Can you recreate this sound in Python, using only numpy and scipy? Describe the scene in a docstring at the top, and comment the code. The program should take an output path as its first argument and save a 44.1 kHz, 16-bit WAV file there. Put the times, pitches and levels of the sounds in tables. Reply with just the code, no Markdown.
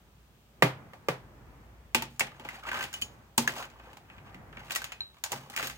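"""A small kitchen, a phone close above a steel pot of soup with shells on a hob, heard through two ports.
A fan hums low from the start as a wavering tone in noise, with a rush of air and a faint hiss.
Dull knocks on the worktop, two of them plain, push on its modes; the room's tail fades after the first.
Then a metal ladle strikes the pot: modes of pot and ladle ring briefly, damped by the liquid, and notes of
shell, ladle and pot stand out. It drags in stick-slip clicks, shells clink at random, and the soup bubbles."""
import sys
import numpy as np
from scipy import signal
from scipy.io import wavfile
from scipy.ndimage import uniform_filter1d

SR = 44100
rng = np.random.default_rng(int(sys.argv[2]) if len(sys.argv) > 2 else 0)


def volts_from_db(level):
    """Convert decibel levels to linear amplitude ratios."""
    exponent = np.asarray(level, float) / 20
    return 10 ** exponent


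def to_wav(s):
    """Save 16-bit WAV."""
    ch = np.atleast_2d(s).T  # columns
    pcm = np.round(np.clip(ch, -1, 1) * 32767)  # PCM
    wavfile.write(sys.argv[1], SR, pcm.astype(np.int16))


N = 254713
T = np.arange(N) / SR
BANDS = 45 * 2 ** np.arange(0, 8.6, .5)  # half-octave centres, Hz
BLOW = 1024  # samples that one blow may last
CHATTER = rng.standard_normal((260, BLOW))  # the rattle of each contact, one row a blow


def over(table, hz, axis=1):
    """Read one column of a (f/Hz, ..) table on a log-frequency axis."""
    columns = np.array(table)
    return np.interp(np.log(hz), np.log(columns[:, 0]), columns[:, axis])


def band(x, hz):
    """Half-octave band-pass; neighbours alternate in sign, so that they join without a gap."""
    edges = np.array([hz / 2 ** .25, hz * 2 ** .25])
    sign = (-1) ** round(2 * np.log2(hz / BANDS[0]))
    return sign * signal.sosfilt(signal.butter(2, edges, "band", fs=SR, output="sos"), x)


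# likeness of left and right port in spread-out sound: [f/Hz, correlation -1 to 1]
PORT_LIKENESS = [(60, 0.75), (130, 0.95), (290, 0.88), (640, 0.52), (1410, 0.05), (3100, -0.22),
                 (6820, -0.0), (15000, 0.08)]


def pair(hz, noise):
    """Left and right from mid and side noise, as alike as the two ports are at this pitch."""
    alike = over(PORT_LIKENESS, hz)
    mid = np.sqrt(1 + alike) * noise[0]
    side = np.sqrt(1 - alike) * noise[1]
    return (mid + side * np.array([[1], [-1]])) / np.sqrt(2)


def ports(x):
    """A near source reaches the left port a few samples later than the right."""
    return np.array([np.roll(x, 6), x])


def walk(rate):
    """Random levels held 1 / rate s and slewed twice; spread 1."""
    hold = int(SR / rate)
    steps = np.repeat(rng.standard_normal(N // hold + 1), hold)
    x = uniform_filter1d(uniform_filter1d(steps, hold), hold)[:N]
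    return x / np.std(x)


def colour(hz, pitch_hz, bass_db, treble_db, bump_db, octaves):
    """Where a contact lands sets what it excites: bass, treble and a favoured region."""
    bass = np.clip(np.log(700 / hz) / np.log(700 / 300), 0, 1)
    treble = np.clip(np.log(hz / 2500) / np.log(6000 / 2500), 0, 1)
    bump = np.exp(-(np.log2(hz / pitch_hz) / octaves) ** 2)
    return volts_from_db(bass * bass_db + treble * treble_db + bump * bump_db)


def place(s, sounds, size):
    """Add up the rows of sounds, each from its own moment in s."""
    samples = (s * SR).astype(int) + np.arange(size)
    return np.bincount(samples.ravel(), sounds.ravel(), N + size)[:N]


def blows(table, hz, rattle, ms, bump_db, octaves):
    """Each blow is one push and a short rattle after it; the rattle is too quick to reach the bass."""
    s, db, *spot = np.transpose(table)[:, :, None]
    t = np.arange(BLOW) / SR
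    chatter = CHATTER[:len(table)] * np.exp(-t / (ms / 1000))
    chatter = chatter / np.sqrt(np.sum(chatter ** 2, axis=1, keepdims=True))
    push = rattle * min(hz / 2000, 1) * chatter
    push[:, 0] += min(2500 / hz, 1)  # the push lasts too long to reach the treble in full
    push *= volts_from_db(db) * colour(hz, *spot, bump_db, octaves)
    return place(s, push, BLOW)


def rings(force_at, modes):
    """Clear modes, each a damped resonator driven by the force at its pitch, each panned at random."""
    out = np.zeros((2, N))
    for (hz, db, t60), pan_db in zip(modes, 2 * rng.standard_normal(len(modes))):
        r, w = volts_from_db(-60 / (t60 * SR)), 2 * np.pi * hz / SR
        gain = volts_from_db(db) / 2
        ring = signal.lfilter([gain, 0, -gain], [1, -2 * r * np.cos(w), r * r], force_at(hz))
        out += ports(ring) * volts_from_db([[pan_db / 2], [-pan_db / 2]])
    return out


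def fading(force, t60):
    """Envelope of the energy that a force leaves behind."""
    return np.sqrt(signal.lfilter([1], [1, -volts_from_db(-120 / (t60 * SR))], force ** 2))


def body(force_at, tail, tail_db, crack_db, early_db, early_s):
    """A crack, a quick dense shudder, and a longer fading tail that differs left and right."""
    noise, out = rng.standard_normal((2, N)), 0
    for hz in BANDS[4:]:
        force = force_at(hz)
        crack = volts_from_db(crack_db) * ports(force)
        shudder = volts_from_db(early_db) * fading(force, early_s)
        fade = volts_from_db(tail_db + over(tail, hz)) * fading(force, over(tail, hz, axis=2))
        out = out + band(crack + (shudder + fade) * pair(hz, noise), hz)
    return out


def notes(s, db, hz, t60, glide, size):
    """Lone fading tones; the pitch glides by this share of itself over one t60."""
    t = np.arange(size) / SR
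    cycles = hz * t * (1 + glide * np.minimum(t / t60, 1) / 2)
    tone = volts_from_db(db - 60 * t / t60) * np.sin(2 * np.pi * cycles)
    tone *= np.minimum(t * hz / 1.05, 1)  # it builds over about its first cycle
    return ports(place(s, tone, size))


# hum, and air rush with the room's tail after the first knock, before random wavering:
# [t/s, hum level/dB, rush and tail level/dB]
KITCHEN_LEVELS = [(0.0, -61, -61), (0.5, -66, -61.5), (0.8, -67, -49.5), (1.0, -67, -57.5),
                  (1.22, -60, -53), (1.5, -55, -54), (1.9, -56.5, -59.5), (2.6, -61, -58.5),
                  (3.3, -62, -58.5), (3.7, -60.5, -56), (4.5, -58, -56.5), (5.2, -66, -64.5),
                  (5.5, -65, -62), (5.75, -53, -64)]
# spectrum of the rush of air and the room's tail: [f/Hz, relative level/dB]
RUSH_SPECTRUM = [(41, -31), (70, -5), (187, -13), (211, -19), (246, -17.5), (364, -19), (450, -11.5),
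                 (539, -26.5), (708, -21.5), (1460, -25.5), (2600, -32), (3380, -64), (5720, -120)]
# spectrum of the hiss: [f/Hz, relative level/dB]
HISS_SPECTRUM = [(1530, -31), (2600, 6), (3800, -1), (6670, -4), (10900, -6), (13400, -11.5), (16000, -3.5)]


def kitchen():
    """A wavering fan hum, a rush of air and, after the first knock, the room's fading tail; a steady hiss."""
    s, hum_db, rush_db = np.transpose(KITCHEN_LEVELS)
    noise = rng.standard_normal((2, N))
    # one noise band serves for the rush and for the room's tail
    rush = sum(volts_from_db(over(RUSH_SPECTRUM, hz) + 0.67 * walk(3.6)) * band(pair(hz, noise), hz)
               for hz in BANDS[2:12])
    hiss = sum(volts_from_db(over(HISS_SPECTRUM, hz)) * band(pair(hz, noise), hz) for hz in BANDS[12:])
    fan_hz = 56  # mean pitch of the hum
    turns = np.cumsum(fan_hz * (1 + .07 * walk(8))) / SR
    tone = volts_from_db(2.0 * walk(17)) * np.sin(2 * np.pi * turns)
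    hum = tone + 15 * band(pair(fan_hz, noise), fan_hz)
    hum_db = np.interp(T, s, hum_db) + 1.2 * walk(5)
    rush_db = np.interp(T, s, rush_db) + 2.1 * walk(4.94)
    layers = (hum, hum_db), (rush, rush_db), (hiss, -69)
    return sum(volts_from_db(db) * x / np.std(x) for x, db in layers)


# knocks on the worktop: [t/s, relative level/dB, favoured f/Hz, bass/dB, treble/dB]
WORKTOP_KNOCKS = [(0.623, -7.5, 355, -17.5, -23.5), (0.934, -41, 640, -27, -22.5),
                  (1.085, -18, 484, -19, -22.5)]
# clear modes of the worktop: [f/Hz, relative level/dB, t60/s]
WORKTOP_MODES = [(130.1, 6.5, 0.29), (163.8, 10.5, 0.13), (234, 5.5, 0.1), (293.3, 3, 0.17),
                 (396, -2.5, 0.17), (484, 12.5, 0.019), (517, -15, 0.27), (740, -22.5, 0.14),
                 (840, -37.5, 0.24), (1175, 3.5, 0.033), (1620, -18, 0.049), (2050, -13, 0.17),
                 (2230, -35, .18), (2500, -17, 0.16), (3440, -25.5, .15), (4800, -20.5, .1),
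                 (6940, -26, .12), (9570, -33, .15)]
# its dense overtones and close reflections: [f/Hz, relative level/dB, t60/s]
WORKTOP_DENSE = [(152, 2.5, 0.33), (399, 7, 0.16), (1000, -8.5, 0.26), (2490, -19.5, 0.29),
                 (5600, -5.5, 0.21), (14000, -10.5, 0.19)]


def worktop():
    """Dull knocks on the worktop, whose slow bending waves bring the lowest modes late."""
    def late_knocks(hz):
        """The knocks as they reach the mode at this pitch."""
        late = int(SR * .014 * (130.2 / hz) ** 2)  # 14 ms at 130.2 Hz
        return np.roll(blows(WORKTOP_KNOCKS, hz, rattle=0.35, ms=8.9, bump_db=5, octaves=0.32), late)

    def knocks(hz):
        """The knocks as they shake the dense overtones."""
        return blows(WORKTOP_KNOCKS, hz, rattle=1.46, ms=5.5, bump_db=8.5, octaves=0.32)
    clear = rings(late_knocks, WORKTOP_MODES)
    dense = body(knocks, WORKTOP_DENSE, tail_db=1.5, crack_db=20, early_db=-9.5, early_s=0.021)
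    return volts_from_db(-5.5) * clear + dense


# clear modes of the pot in its liquid: [f/Hz, relative level/dB, t60/s]
POT_MODES = [(110.4, -19, 0.48), (135, -15, 0.6), (237, -13.5, 0.43), (353.4, -12, 0.094),
             (528.8, -14.5, 0.16), (805, -18.5, 0.2), (870, -26.5, 0.55), (1208, -11, 0.073),
             (1550, -12, 0.12), (1680, -35, 0.02), (2010, -17, 0.13), (2230, -11.5, 0.052),
             (2520, -13, 0.18), (2740, -12.5, 0.19), (3000, -3, .05), (3415, -31, .06), (3970, -4, .06),
             (4530, -3, .05), (4670, -6, 0.068), (5400, -7, .04), (6500, -0.5, 0.057), (6760, -21, 0.0413),
             (8150, -8.5, 0.023), (9400, -11, 0.045), (11300, -2, .04), (13400, -20, .08),
             (14800, -12, .04)]
# its dense overtones and close reflections: [f/Hz, relative level/dB, t60/s]
POT_DENSE = [(143, -1.5, 0.49), (413, -3, 0.28), (1000, -5, 0.2), (2320, -11.5, 0.3), (6400, 0.5, 0.16),
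             (15000, -11.5, 0.16)]


def pot(clinks):
    """Blows on pot and shells, and the drag between them, shake the pot's modes and dense overtones."""
    drag = dragging()

    def on_modes(hz):
        """Blows and drag as they reach one clear mode."""
        struck = blows(clinks, hz, rattle=0.16, ms=2.8, bump_db=12.5, octaves=0.062)
        return struck + volts_from_db(1.5) * drag(hz, bump_db=4, octaves=0.2)

    def on_body(hz):
        """Blows and drag as they shake the dense overtones."""
        struck = blows(clinks, hz, rattle=1.167, ms=1.56, bump_db=5.0, octaves=0.31)
        return struck + volts_from_db(-3.5) * drag(hz, bump_db=5, octaves=0.78)
    clear = rings(on_modes, POT_MODES)
    dense = body(on_body, POT_DENSE, tail_db=-9.5, crack_db=10.0, early_db=-8, early_s=0.027)
    return volts_from_db(-13) * clear + dense


# ladle on pot and shells: [t/s, relative level/dB, favoured f/Hz, bass/dB, treble/dB]
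LADLE_BLOWS = [(1.947, -9, 2620, -7, -10), (2.022, -21.5, 912, -0.5, -10.5), (2.195, -20, 7200, -42, -3),
               (2.207, -11.5, 2230, -8.5, -19.5), (2.161, -52.5, 2500, -21, -5),
               (2.269, -38, 814, -10, -13), (2.318, -40, 1230, -4, -23), (2.397, -34.5, 870, 6, -18),
               (2.45, -28.5, 850, 0, -22), (2.488, -28, 1970, -22, -15.5), (2.636, -33.5, 1140, -10, -19.5),
               (2.689, -22.5, 1930, -17, -22), (2.716, -22.5, 1540, -29, -24),
               (2.731, -27.5, 1550, -4, -17.5), (2.743, -30, 1570, -21, -19.5),
               (2.827, -26.5, 2010, -27, -8), (2.839, -27.5, 2980, -8, -10.5), (2.929, -38.5, 1620, -19, 0),
               (2.939, -29, 6760, -30, -8), (3.015, -37, 3000, -13, 4.5), (3.021, -35, 3000, -0.5, 0.5),
               (3.379, -11.5, 897, 1, -4), (3.476, -17, 1710, -6, -11.5), (3.493, -26, 1630, 0.5, -25),
               (3.625, -29.5, 1470, -18, -15), (3.642, -36, 1480, -23, -35),
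               (3.652, -48.5, 2190, -20, -2.5), (3.7, -46.5, 6100, -18, -12.5),
               (3.798, -39, 1050, 1.5, -35), (3.931, -41, 864, 1, -15), (3.97, -38, 840, -7, -13.5),
               (4.1, -36.5, 2500, -15, -49), (4.182, -39, 2280, -6, -30), (4.345, -38, 2010, 2.5, -18),
               (4.528, -38.5, 1330, 6, -29), (4.571, -30.5, 2300, -2, -31), (4.698, -31.5, 1920, -3.5, -17),
               (4.707, -24, 2640, -19, -11), (4.719, -29.5, 4040, -13, 0), (4.75, -28.5, 2700, -18, -0.5),
               (4.759, -20.5, 1950, -20, -3), (4.818, -29.5, 1530, -11, -9.5),
               (4.842, -26, 2440, -26.5, -7.5), (4.92, -29, 2520, -23, -12.5),
               (5.007, -36.5, 3970, -26, -17), (5.143, -49, 1100, -20, -14), (5.168, -46.5, 1000, -20, -21),
               (5.184, -51.5, 1100, -20, -11), (5.238, -21.5, 6770, -52, -4.5), (5.26, -33, 896, -31, -12),
               (5.319, -25.5, 805, 5.5, -0.5), (5.329, -22, 843, -13.5, -35.5), (5.499, -37, 804, 5, -3),
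               (5.563, -26, 2230, -13, -3), (5.575, -20.5, 1960, -12.5, -16.5), (5.596, -22, 1420, -6, -20),
               (5.627, -23.5, 2080, -4, -12), (5.671, -26.5, 13300, -36, -5.5),
               (5.698, -28, 2060, -23, -10.5)]
# clear modes of the ladle's bowl: [f/Hz, relative level/dB, t60/s]
LADLE_MODES = [(2824, -6, 0.087), (6770, -14.5, 0.13), (6894, -1, .08), (6810, 2.5, 0.066)]


def ladle():
    """The thin bowl of the ladle rings with every blow, most with the bright ones."""
    def struck(hz):
        """The blows as the bowl feels them."""
        return blows(LADLE_BLOWS, hz, rattle=0.37, ms=1.5, bump_db=5.5, octaves=0.36)
    return volts_from_db(-11) * rings(struck, LADLE_MODES)


# notes of shell, ladle and pot floor that stand out of a blow:
# [t/s, level/dB, f/Hz, t60/s, glide as share of f]
LONE_NOTES = [(1.947, -34, 237, 0.41, -.05), (1.948, -32.5, 880, 0.24, 0),
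              (1.947, -22.5, 7890, 0.023, -0.036), (2.195, -30, 11600, .03, 0),
              (3.377, -18.5, 8360, 0.033, -0.12), (3.379, -20, 9540, 0.032, -0.079),
              (4.921, -47.5, 6730, 0.068, 0), (2.208, -16, 2640, 0.031, 0), (2.488, -29.5, 2050, 0.032, 0),
              (2.93, -47, 7200, 0.1, 0.033), (2.929, -44, 1573, 0.18, 0), (3.021, -29, 2530, 0.048, 0),
              (3.02, -37, 4500, 0.069, 0), (2.94, -30.5, 3020, 0.12, -.02), (3.021, -22, 3050, 0.052, -.01),
              (3.021, -45, 3040, 0.26, 0), (3.021, -34.5, 7070, 0.073, 0), (3.021, -42, 6730, .19, 0),
              (3.38, -23, 237, 0.28, -.01), (3.476, -15.5, 1710, 0.03, 0), (3.476, -24.5, 6460, 0.027, 0),
              (4.761, -26.5, 1940, 0.062, -.1), (4.843, -49, 6700, 0.18, 0),
              (5.006, -26, 4050, 0.078, -0.044), (5.007, -42.5, 4110, 0.29, -0.11),
              (5.008, -40, 3950, .3, -.05), (5.009, -46, 3900, .25, 0.13), (5.328, -31, 1000, 0.082, -.35),
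              (5.333, -37, 498, 0.039, -.4), (5.33, -48.5, 135, 1, 0)]


def shells(clinks):
    """Each blow sounds a short note at its favoured pitch; further notes of shell, ladle and pot floor
    stand out, some brief, some ringing on."""
    s, db, hz = np.transpose(clinks)[:3, :, None]
    short = notes(s, db - 9, hz, t60=60 / hz, glide=0.038, size=4000)  # fades 60 dB in 60 cycles
    return short + notes(*np.transpose(LONE_NOTES)[:, :, None], size=12000)


# ladle and shells dragged over the steel: [t/s, relative level/dB, favoured f/Hz, treble/dB]
DRAG_PATH = [(2.1, -72, 1220, 2), (2.33, -55.5, 1000, -20), (2.47, -46.5, 1000, -18),
             (2.56, -44, 1370, -13.5), (2.62, -51.5, 1140, -18), (2.66, -35.5, 1680, -20.5),
             (2.81, -34.5, 1520, -16), (2.9, -58, 1520, -9.5), (3.06, -55.5, 2470, -7),
             (3.12, -75, 1000, -4), (3.34, -76, 1000, -15), (3.43, -45, 1306, -1.5), (3.6, -39, 967, -11.5),
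             (3.69, -60.5, 1000, -24), (3.9, -49.5, 887, -24), (4.07, -62, 1360, -28),
             (4.22, -56, 1205, -31), (4.44, -79, 1110, -18), (4.55, -49.5, 1520, -24),
             (4.66, -48, 1200, -13), (4.75, -39.5, 2020, -19), (4.94, -61, 1830, -19),
             (5.07, -72, 1040, -25), (5.16, -62.5, 994, -22), (5.23, -67.5, 1510, -28),
             (5.31, -47.5, 880, -9), (5.49, -54.5, 885, -12), (5.562, -35, 1680, -8.5),
             (5.77, -54, 2440, -4.5)]
DRAG_BASS_DB = -9


def dragging():
    """The ladle's rim sticks and slips in uneven clicks over a rub; returns its force by pitch."""
    s, *columns = np.transpose(DRAG_PATH)
    drag_db, pitch_hz, treble_db = (np.interp(T[::64], s, c) for c in columns)
    slips = (rng.random(N) < 300 / SR) * rng.standard_normal(N)  # about 300 a second
    slips = slips * volts_from_db(0.55 * rng.exponential(size=N))
    rub = 0.048 * rng.standard_normal(N) * volts_from_db(6.2 * walk(40))
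    jerks = volts_from_db(5 * walk(16))  # the hand's unevenness
    contact = (slips + rub) * (T > s[0]) * jerks

    def drag(hz, bump_db, octaves):
        """The drag, as it excites this pitch."""
        gain = volts_from_db(drag_db) * colour(hz, pitch_hz, DRAG_BASS_DB, treble_db, bump_db, octaves)
        return contact * np.repeat(gain, 64)[:N]
    return drag


def jostle(count):
    """Shells pushed about clink at random, with the drag's level and near its pitch; rows like LADLE_BLOWS."""
    s, drag_db, pitch_hz, treble_db = np.transpose(DRAG_PATH)
    when = s[0] + rng.random(count) * (s[-1] - s[0])
    octaves = 0.53 * rng.standard_normal(count)
    level_db = np.interp(when, s, drag_db) + 2.5
    hz = np.interp(when, s, pitch_hz) * 2 ** octaves
    return np.transpose([when, level_db, hz, np.full(count, DRAG_BASS_DB), np.interp(when, s, treble_db)])


def bubbles(count, db, cycles, glide):
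    """Rising notes of bubbles at random moments, their level following the drag and near its pitch."""
    s, drag_db, pitch_hz = np.transpose(DRAG_PATH)[:3]
    when, spread, strength = rng.random((count, 3)).T[:, :, None]
    when = s[0] + when * (s[-1] - s[0])
    hz = np.interp(when, s, pitch_hz) * 2 ** (1.88 * (spread - .5))
    level_db = np.interp(when, s, drag_db) + db + 8 * strength
    return notes(when, level_db, hz, cycles / hz, glide, size=1600)


def soup():
    """Stirred liquid rushes in many short bubbles and gurgles in a few longer ones."""
    rush = bubbles(count=2000, db=-5, cycles=10.8, glide=.15)
    gurgle = bubbles(count=160, db=-2.0, cycles=45, glide=0.28)
    return rush + gurgle


def scene():
    """Kitchen, worktop, pot, ladle, shells and soup together."""
    clinks = np.vstack([LADLE_BLOWS, jostle(count=150)])
    return kitchen() + worktop() + pot(clinks) + ladle() + shells(clinks) + soup()


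def roll_off(x):
    """The treble ends steeply here."""
    return signal.sosfilt(signal.butter(12, 16880, fs=SR, output="sos"), x)


def record(dry):
    """The phone cuts the deepest bass and the very top, and its port has a dip in the treble."""
    x = signal.sosfilt(signal.butter(5, 46, "high", fs=SR, output="sos"), dry)
    x = x - .65 * signal.lfilter(*signal.iirpeak(10900, 9, fs=SR), x)
    x = signal.sosfilt(signal.ellip(6, .3, 30, 15900, fs=SR, output="sos"), x)
    x = np.tanh(1.2 * x) / 1.2  # the loudest peaks are rounded off
    return roll_off(x)


dry = scene()
out = record(dry)
to_wav(out)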